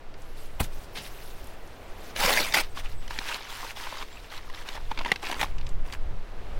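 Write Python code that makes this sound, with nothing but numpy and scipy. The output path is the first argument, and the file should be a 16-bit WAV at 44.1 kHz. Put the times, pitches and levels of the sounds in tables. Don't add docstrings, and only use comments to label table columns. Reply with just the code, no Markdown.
import sys
import numpy as np
from scipy import signal
from scipy.fft import rfft, irfft, next_fast_len
from scipy.io import wavfile
from scipy.ndimage import map_coordinates

SR = 44100
rng = np.random.default_rng(int(sys.argv[2]) if len(sys.argv) > 2 else 0)


def unload_wav(signal):
    wavfile.write(
        sys.argv[1],
        SR,
        np.round(np.clip(np.atleast_2d(signal).T, -1, 1) * 32767).astype(np.int16),
    )


N = 290619
TIME = np.arange(N) / SR


def amp(db):
    return 10 ** (np.asarray(db) / 20)


def unit(x):
    return x / np.sqrt(np.mean(x ** 2) + 1e-20)


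def along(points, hz):
    point_hz, value = np.transpose(points)
    return np.interp(np.log(hz + 1), np.log(point_hz + 1), value)


def filtered(x, response):
    length = next_fast_len(x.shape[-1] + 8192)
    gain = response(np.fft.rfftfreq(length, 1 / SR))
    return irfft(rfft(x, length) * gain, length)[..., :x.shape[-1]]


def coloured(x, spectrum):
    return unit(filtered(x, lambda hz: amp(along(spectrum, hz))))


def band(x, lo_hz, hi_hz):
    edges_hz = [lo_hz, min(hi_hz, SR / 2 - 1)]
    return signal.sosfilt(signal.butter(3, edges_hz, "band", fs=SR, output="sos"), x)


def wobble(knots_per_s):
    knots = rng.standard_normal(int(N * knots_per_s / SR) + 4)
    return map_coordinates(knots, [TIME * knots_per_s])


def crackle(slips_per_s, spread_db, t60_s, size=1024):
    shape = (N // size + 1, size)
    happens = rng.random(shape) < slips_per_s / SR
    slips = happens * amp(spread_db * np.minimum(rng.standard_normal(shape), 2))
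    slips *= rng.choice([-1, 1], shape)
    rings = rng.standard_normal(shape) * amp(-60 * np.arange(size) / SR / t60_s)
    rings /= np.linalg.norm(rings, axis=1, keepdims=True)
    rung = irfft(rfft(slips, 2 * size) * rfft(rings, 2 * size))
    blocks = rung[:, :size] + np.roll(rung[:, size:], 1, axis=0)
    return unit(blocks.ravel()[:N])


def creases(slips_per_s, spread_db, t60_s):
    ranges_hz = [(150, 1400), (1400, 3000), (3000, 6000)]
    folds = sum(band(crackle(slips_per_s, spread_db, t60_s), lo, hi) for lo, hi in ranges_hz)
    return folds + band(crackle(10 * slips_per_s, spread_db, t60_s), 6000, 20000)


def stroke(rows, attack_s, release_s, sag_db_per_s=0):
    power = np.zeros((2, N))
    for start_s, length_s, *levels_db in rows:
        held_s = np.clip(TIME - start_s, 0, length_s)
        after_s = np.maximum(TIME - start_s - length_s, 0)
        swell = np.minimum(held_s / attack_s, 1)
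        shape = swell * amp(-sag_db_per_s * held_s) * np.exp(-after_s / release_s)
        power += np.outer(amp(levels_db), shape) ** 2
    return np.sqrt(power)


def rustle(gains, spectrum, grains, rub_db):
    body_gain, hiss_gain = gains
    rubbing = amp(rub_db) * rng.standard_normal(N)
    sound = coloured(grains + rubbing, spectrum)
    body = filtered(sound, lambda hz: 1 / (1 + (hz / 6000) ** 7))
    hiss = sound - body
    return body_gain * unit(body) + hiss_gain * unit(hiss)


BREEZE_DB = -39
# middle_s, half_width_s (power falls to 1/e), level_db
GUSTS = [(0.68, 0.18, -31.5), (1.45, 0.041, -32.5), (2.4, 0.21, -32), (2.95, 0.16, -26),
         (4.38, 0.18, -34.5), (4.95, 0.12, -28.5), (5.7, 0.23, -21.5), (6.1, 0.085, -22.5),
         (6.6, 0.17, -24.5)]
# freq_hz, relative_level_db
BUFFET_TONE = [(8, -2.5), (19, -1), (28, -17), (50, -22), (100, -31), (130, -33.5), (175, -40.5),
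               (400, -61), (1000, -120)]


def wind(eddy_db=1.5, eddies_per_s=9):
    power = amp(BREEZE_DB) ** 2
    power = power + sum(amp(db) ** 2 * np.exp(-((TIME - mid_s) / width_s) ** 2) for mid_s, width_s, db in GUSTS)
    eddies = amp(eddy_db * wobble(eddies_per_s))
    return np.sqrt(power) * eddies * coloured(rng.standard_normal(N), BUFFET_TONE)


# time_s, level_db
SURF_SWELL = [(0, -50), (1.02, -47.5), (1.82, -47), (2.1, -44.5), (2.7, -50), (3.2, -50), (3.56, -52.5),
              (4.8, -50.5), (5.5, -49), (6.23, -48), (6.57, -44.5)]
# freq_hz, relative_level_db
SEA_TONE = [(50, 0), (100, 0.5), (170, -7), (260, -4.5), (420, -2.5), (700, -4), (1000, -8), (2000, -13.5),
            (4000, -21), (7000, -31), (10000, -35.5), (15800, -39)]


def surf():
    swell_db = np.interp(TIME, *np.transpose(SURF_SWELL))
    return amp(swell_db + 0.13 * wobble(7.7)) * coloured(rng.standard_normal(N), SEA_TONE)


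# start_s, length_s, start_hz, end_hz, level_db (sine peak before flutter)
WHISTLES = [(2.688, 0.046, 8450, 8100, -58), (2.923, 0.14, 8150, 7700, -63), (4.094, .09, 7200, 7850, -60)]


def whistles():
    out = np.zeros(N)
    for start_s, length_s, start_hz, end_hz, level_db in WHISTLES:
        progress = np.clip((TIME - start_s) / length_s, 0, 1)
        glide_hz = start_hz + (end_hz - start_hz) * progress
        hz = glide_hz * (1 + 0.011 * wobble(110))
        flutter = amp(4 * wobble(90))
        swell = np.sin(np.pi * progress)
        out += amp(level_db) * flutter * swell * np.sin(2 * np.pi * np.cumsum(hz) / SR)
    return out


# start_s, length_s, crunch_db, grit_db
GRAVEL = [(0.35, 0.11, -55, -57.5), (0.615, 0.028, -40.5, -41.5), (0.705, 0.14, -57.5, -56.5),
          (0.945, 0.04, -36.5, -56), (0.99, 0.089, -46.5, -50.5), (1.08, 0.23, -55, -55),
          (1.3, .24, -59.5, -60), (1.96, .07, -58, -63), (2.01, 0.1, -51, -57)]
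# start_s, length_s, crunch_db, grit_db
GRAVEL_STIR = (0.16, 4.1, -64, -65)
# freq_hz, relative_level_db
STONE_TONE = [(300, -14), (1000, -11), (2500, -6.5), (5000, -9.5), (7000, -11), (10000, -12), (12500, -12),
              (15800, -12.5)]
# start_s, level_db (before the click trim), pitch_hz
CLICKS = [(0.141, -40.5, 3500), (0.22, -45, 7240), (1.442, -44, 10000), (1.471, -43, 10000),
          (1.675, -47, 7500), (5.583, -33.5, 3820), (5.611, -34.5, 2950), (5.667, -32.5, 4100),
          (5.691, -39.5, 6400), (5.925, -31, 3800), (5.95, -52, 4500)]


def gravel_and_clicks(click_trim_db=-3, click_t60_s=0.023):
    grit = creases(slips_per_s=2900, spread_db=8, t60_s=0.002)
    gains = stroke(GRAVEL + [GRAVEL_STIR], attack_s=0.029, release_s=0.016)
    out = np.pad(rustle(gains, STONE_TONE, grit, rub_db=-4.0), (0, SR))
    t = np.arange(SR // 20) / SR
    for start_s, level_db, hz in CLICKS:
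        click = unit(band(rng.standard_normal(len(t)), hz / 2, hz * 1.42))
        click = click * amp(-60 * t / click_t60_s)
        out[round(start_s * SR):][:len(t)] += amp(level_db + click_trim_db) * click
    return out[:N]


# break_s, level_db, build_up_s, t60_s, knock_db (relative to level_db)
STICKS = [(0.607, -21, 0.0079, 0.062, -3.5), (0.984, -40.5, 0.049, 0.12, 5.5)]
# freq_hz, relative_level_db
WOOD_TONE = [(120, -16), (250, -3), (500, -6), (800, -1), (1300, -8), (1800, -10), (2250, -4), (3000, -7),
             (4500, -13), (7500, -18), (15800, -21)]


def sticks():
    splinters = coloured(crackle(slips_per_s=9000, spread_db=3, t60_s=0.002), WOOD_TONE)
    knocks = unit(band(rng.standard_normal(N), 26, 166))
    out = np.zeros(N)
    for break_s, level_db, build_s, t60_s, knock_db in STICKS:
        before_s, after_s = np.maximum(break_s - TIME, 0), np.maximum(TIME - break_s, 0)
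        out += splinters * amp(level_db - 11.7 * (before_s / build_s) ** 2 - 60 * after_s / t60_s)
        out += knocks * amp(level_db + knock_db - 60 * before_s / 0.012 - 60 * after_s / 0.15)
    return out


# start_s, level_db, centre_hz, edge_db (relative to level_db)
SNAPS = [(2.1625, -33.5, 2780, -20), (2.236, -27, 1870, -20), (2.3039, -25, 2010, -8),
         (2.5234, -32, 2680, -21), (2.773, -35.5, 1330, -24), (3.0782, -43.5, 2430, -11),
         (3.107, -35, 1630, -19.5), (3.1876, -28.5, 2360, -30), (3.287, -35.5, 2560, -20),
         (3.343, -36.5, 3230, -19), (4.0248, -37, 1860, -19), (4.4982, -42.5, 1490, -18),
         (4.6878, -35.5, 2350, -16), (4.753, -44, 2450, -13), (4.775, -38.5, 1200, -28),
         (4.914, -28.5, 1380, -39), (4.9748, -35.5, 1900, -34), (4.989, -31.5, 2040, -36),
         (5.012, -36.5, 1520, -33), (5.048, -32, 1830, -24), (5.059, -29, 1080, -36),
         (5.117, -17.5, 1760, -21.5), (5.1587, -34.5, 2030, -20), (5.229, -38, 1450, -14),
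         (5.268, -34.5, 2110, -21), (5.2985, -34.5, 1590, -32), (5.313, -32, 2240, -11),
         (5.3249, -31, 1310, -18), (5.4126, -26.5, 2000, -12.5), (5.4292, -24, 1440, -23)]
# freq_hz, width_hz (not played), strength_db (halved when played)
BAG_MODES = [(943, 56, 15.5), (1686, 35, -15), (2136, 84, -13), (2700, 110, -14), (3500, 110, -9),
             (4070, 160, -7), (4990, 86, -9), (5760, 110, 0), (8000, 310, 2)]
RING_CYCLES = 38.5


def snaps(reach_octaves=0.58, detune=0.1, scrape_db=-3, thump_db=-13):
    out, t = np.zeros(N + SR), np.arange(SR // 12) / SR
    mode_hz, _, mode_db = np.transpose(BAG_MODES)

    def sized(x):
        return x / np.std(x[:SR // 100])

    rise, released_s = np.minimum(t / 0.0005, 1), np.maximum(t - 0.0025, 0)
    for start_s, level_db, hz, edge_db in SNAPS:
        pitch_hz = mode_hz * np.exp(detune * rng.standard_normal(len(BAG_MODES)))
        nearness = np.exp(-(np.log2(pitch_hz / hz) / reach_octaves) ** 2 / 2)
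        weight = amp(mode_db / 2) * nearness
        cycles = np.outer(pitch_hz, t) + rng.random((len(BAG_MODES), 1))
        ring = unit(weight @ np.sin(2 * np.pi * cycles))
        noise = rng.standard_normal((3, len(t)))
        fall = rise * amp(-60 * released_s * hz / RING_CYCLES)
        scrape = amp(scrape_db) * unit(band(noise[0], hz * 0.57, hz * 2.35))
        snap = sized(fall * (ring + scrape))
        snap += amp(edge_db) * sized(band(noise[1] * fall ** 2, 3900, 12000))
        snap += amp(thump_db) * sized(band(noise[2] * fall, 160, 600))
        out[round(start_s * SR):][:len(t)] += amp(level_db) * snap
    return out[:N]


# start_s, length_s, crinkle_db, rubbing_hiss_db
KNEADING = [(2.6, 0.045, -43, -54), (2.745, 0.058, -41.5, -49), (2.825, 0.04, -43.5, -57.5),
            (2.87, .06, -52, -58), (3.09, 0.11, -43.5, -52), (3.19, .06, -42, -50), (3.245, .12, -35, -46),
            (3.37, 0.11, -44, -59), (3.475, 0.24, -41.5, -49), (3.75, 0.11, -40.5, -49.5),
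            (3.84, 0.19, -40.5, -53.5), (4.1, 0.071, -53.5, -74), (4.295, 0.087, -43, -55.5),
            (4.525, 0.1, -46, -57.5), (4.645, 0.12, -43, -55)]
# start_s, length_s, crinkle_db, rubbing_hiss_db
PAPER_STIR = (3, 2.5, -52.5, -63)
# freq_hz, relative_level_db
PAPER_TONE = [(100, -25), (300, -8), (620, -3.5), (900, 4.5), (1500, 1), (2400, 1), (3600, -1.5),
              (5200, -10), (7000, -21), (10000, -26), (15800, -29)]
# start_s, length_s, crinkle_db, rubbing_hiss_db
WADDING = [(4.895, 0.02, -47, -56), (4.965, 0.06, -42.5, -60.5), (5.05, 0.082, -38, -54.5),
           (5.215, 0.12, -35.5, -49), (5.34, 0.044, -40.5, -52.5), (5.385, 0.053, -32, -42.5),
           (5.47, .25, -55, -68), (5.84, .07, -50, -60), (5.915, .027, -41, -51)]
# freq_hz, relative_level_db
WAD_TONE = [(100, -43), (190, 2.5), (330, 2.5), (620, -1.5), (1000, 6.5), (1500, 0.5), (2400, 2),
            (3600, -5.5), (5200, -13.5), (7000, -22.5), (10000, -29), (15800, -31.5)]


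def crumpling():
    small = creases(slips_per_s=500, spread_db=7.5, t60_s=0.007)
    large = creases(slips_per_s=350, spread_db=7.5, t60_s=0.012)
    kneading = stroke(KNEADING + [PAPER_STIR], attack_s=0.022, release_s=0.012)
    squeezing = stroke(WADDING, attack_s=0.014, release_s=0.014)
    fine = rustle(kneading, PAPER_TONE, small, rub_db=-1)
    coarse = rustle(squeezing, WAD_TONE, large, rub_db=-7)
    return fine + coarse


# start_s, length_s, sheet_db, fibre_hiss_db, attack_s, release_s, sag_db_per_s
RIPS = [(2.148, 0.25, -23, -32, 0.084, 0.077, 8.5), (2.537, 0.078, -19.5, -28.5, 0.0046, 0.0041, 115)]
# freq_hz, relative_level_db
RIP_TONES = [
    [(70, -30), (140, -8), (300, -8), (420, -7.5), (530, -1), (700, -3.5), (920, -2), (1300, -5),
     (2100, -2.5), (3200, -6), (5000, -10), (7500, -15), (15800, -18)],
    [(70, -30), (140, -9), (460, -11), (640, -1), (800, -3.5), (950, -3.5), (1150, -6), (2200, -2),
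     (3600, -7), (5000, -10), (7500, -14), (15800, -19)],
]


def tearing():
    out = np.zeros(N)
    for (*pull, attack_s, release_s, sag_db_per_s), tone in zip(RIPS, RIP_TONES):
        catches = amp(2.0 * wobble(260))
        fibres = unit(catches * creases(slips_per_s=2000, spread_db=2.5, t60_s=0.012))
        gains = stroke([pull], attack_s, release_s, sag_db_per_s)
        out += rustle(gains, tone, fibres, rub_db=-11)
    return out


# freq_hz, gain_db
SIDE_TONE = [(200, -37.5), (600, -41), (1500, -53), (8000, -26.5)]


def scene():
    near = surf() + whistles() + gravel_and_clicks() + sticks() + snaps() + crumpling() + tearing()
    t = np.arange(SR // 30) / SR
    diffuse = rng.standard_normal(len(t)) * amp(-60 * t / 0.013)
    side = signal.fftconvolve(near, diffuse / np.linalg.norm(diffuse))[:N]
    side = filtered(side, lambda hz: amp(along(SIDE_TONE, hz)))
    mid = near + wind()
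    return np.array([mid + side, mid - side])


TOP_HZ = 15950


def record(dry):
    return filtered(dry, lambda hz: hz < TOP_HZ)


dry = scene()
out = record(dry)
unload_wav(out)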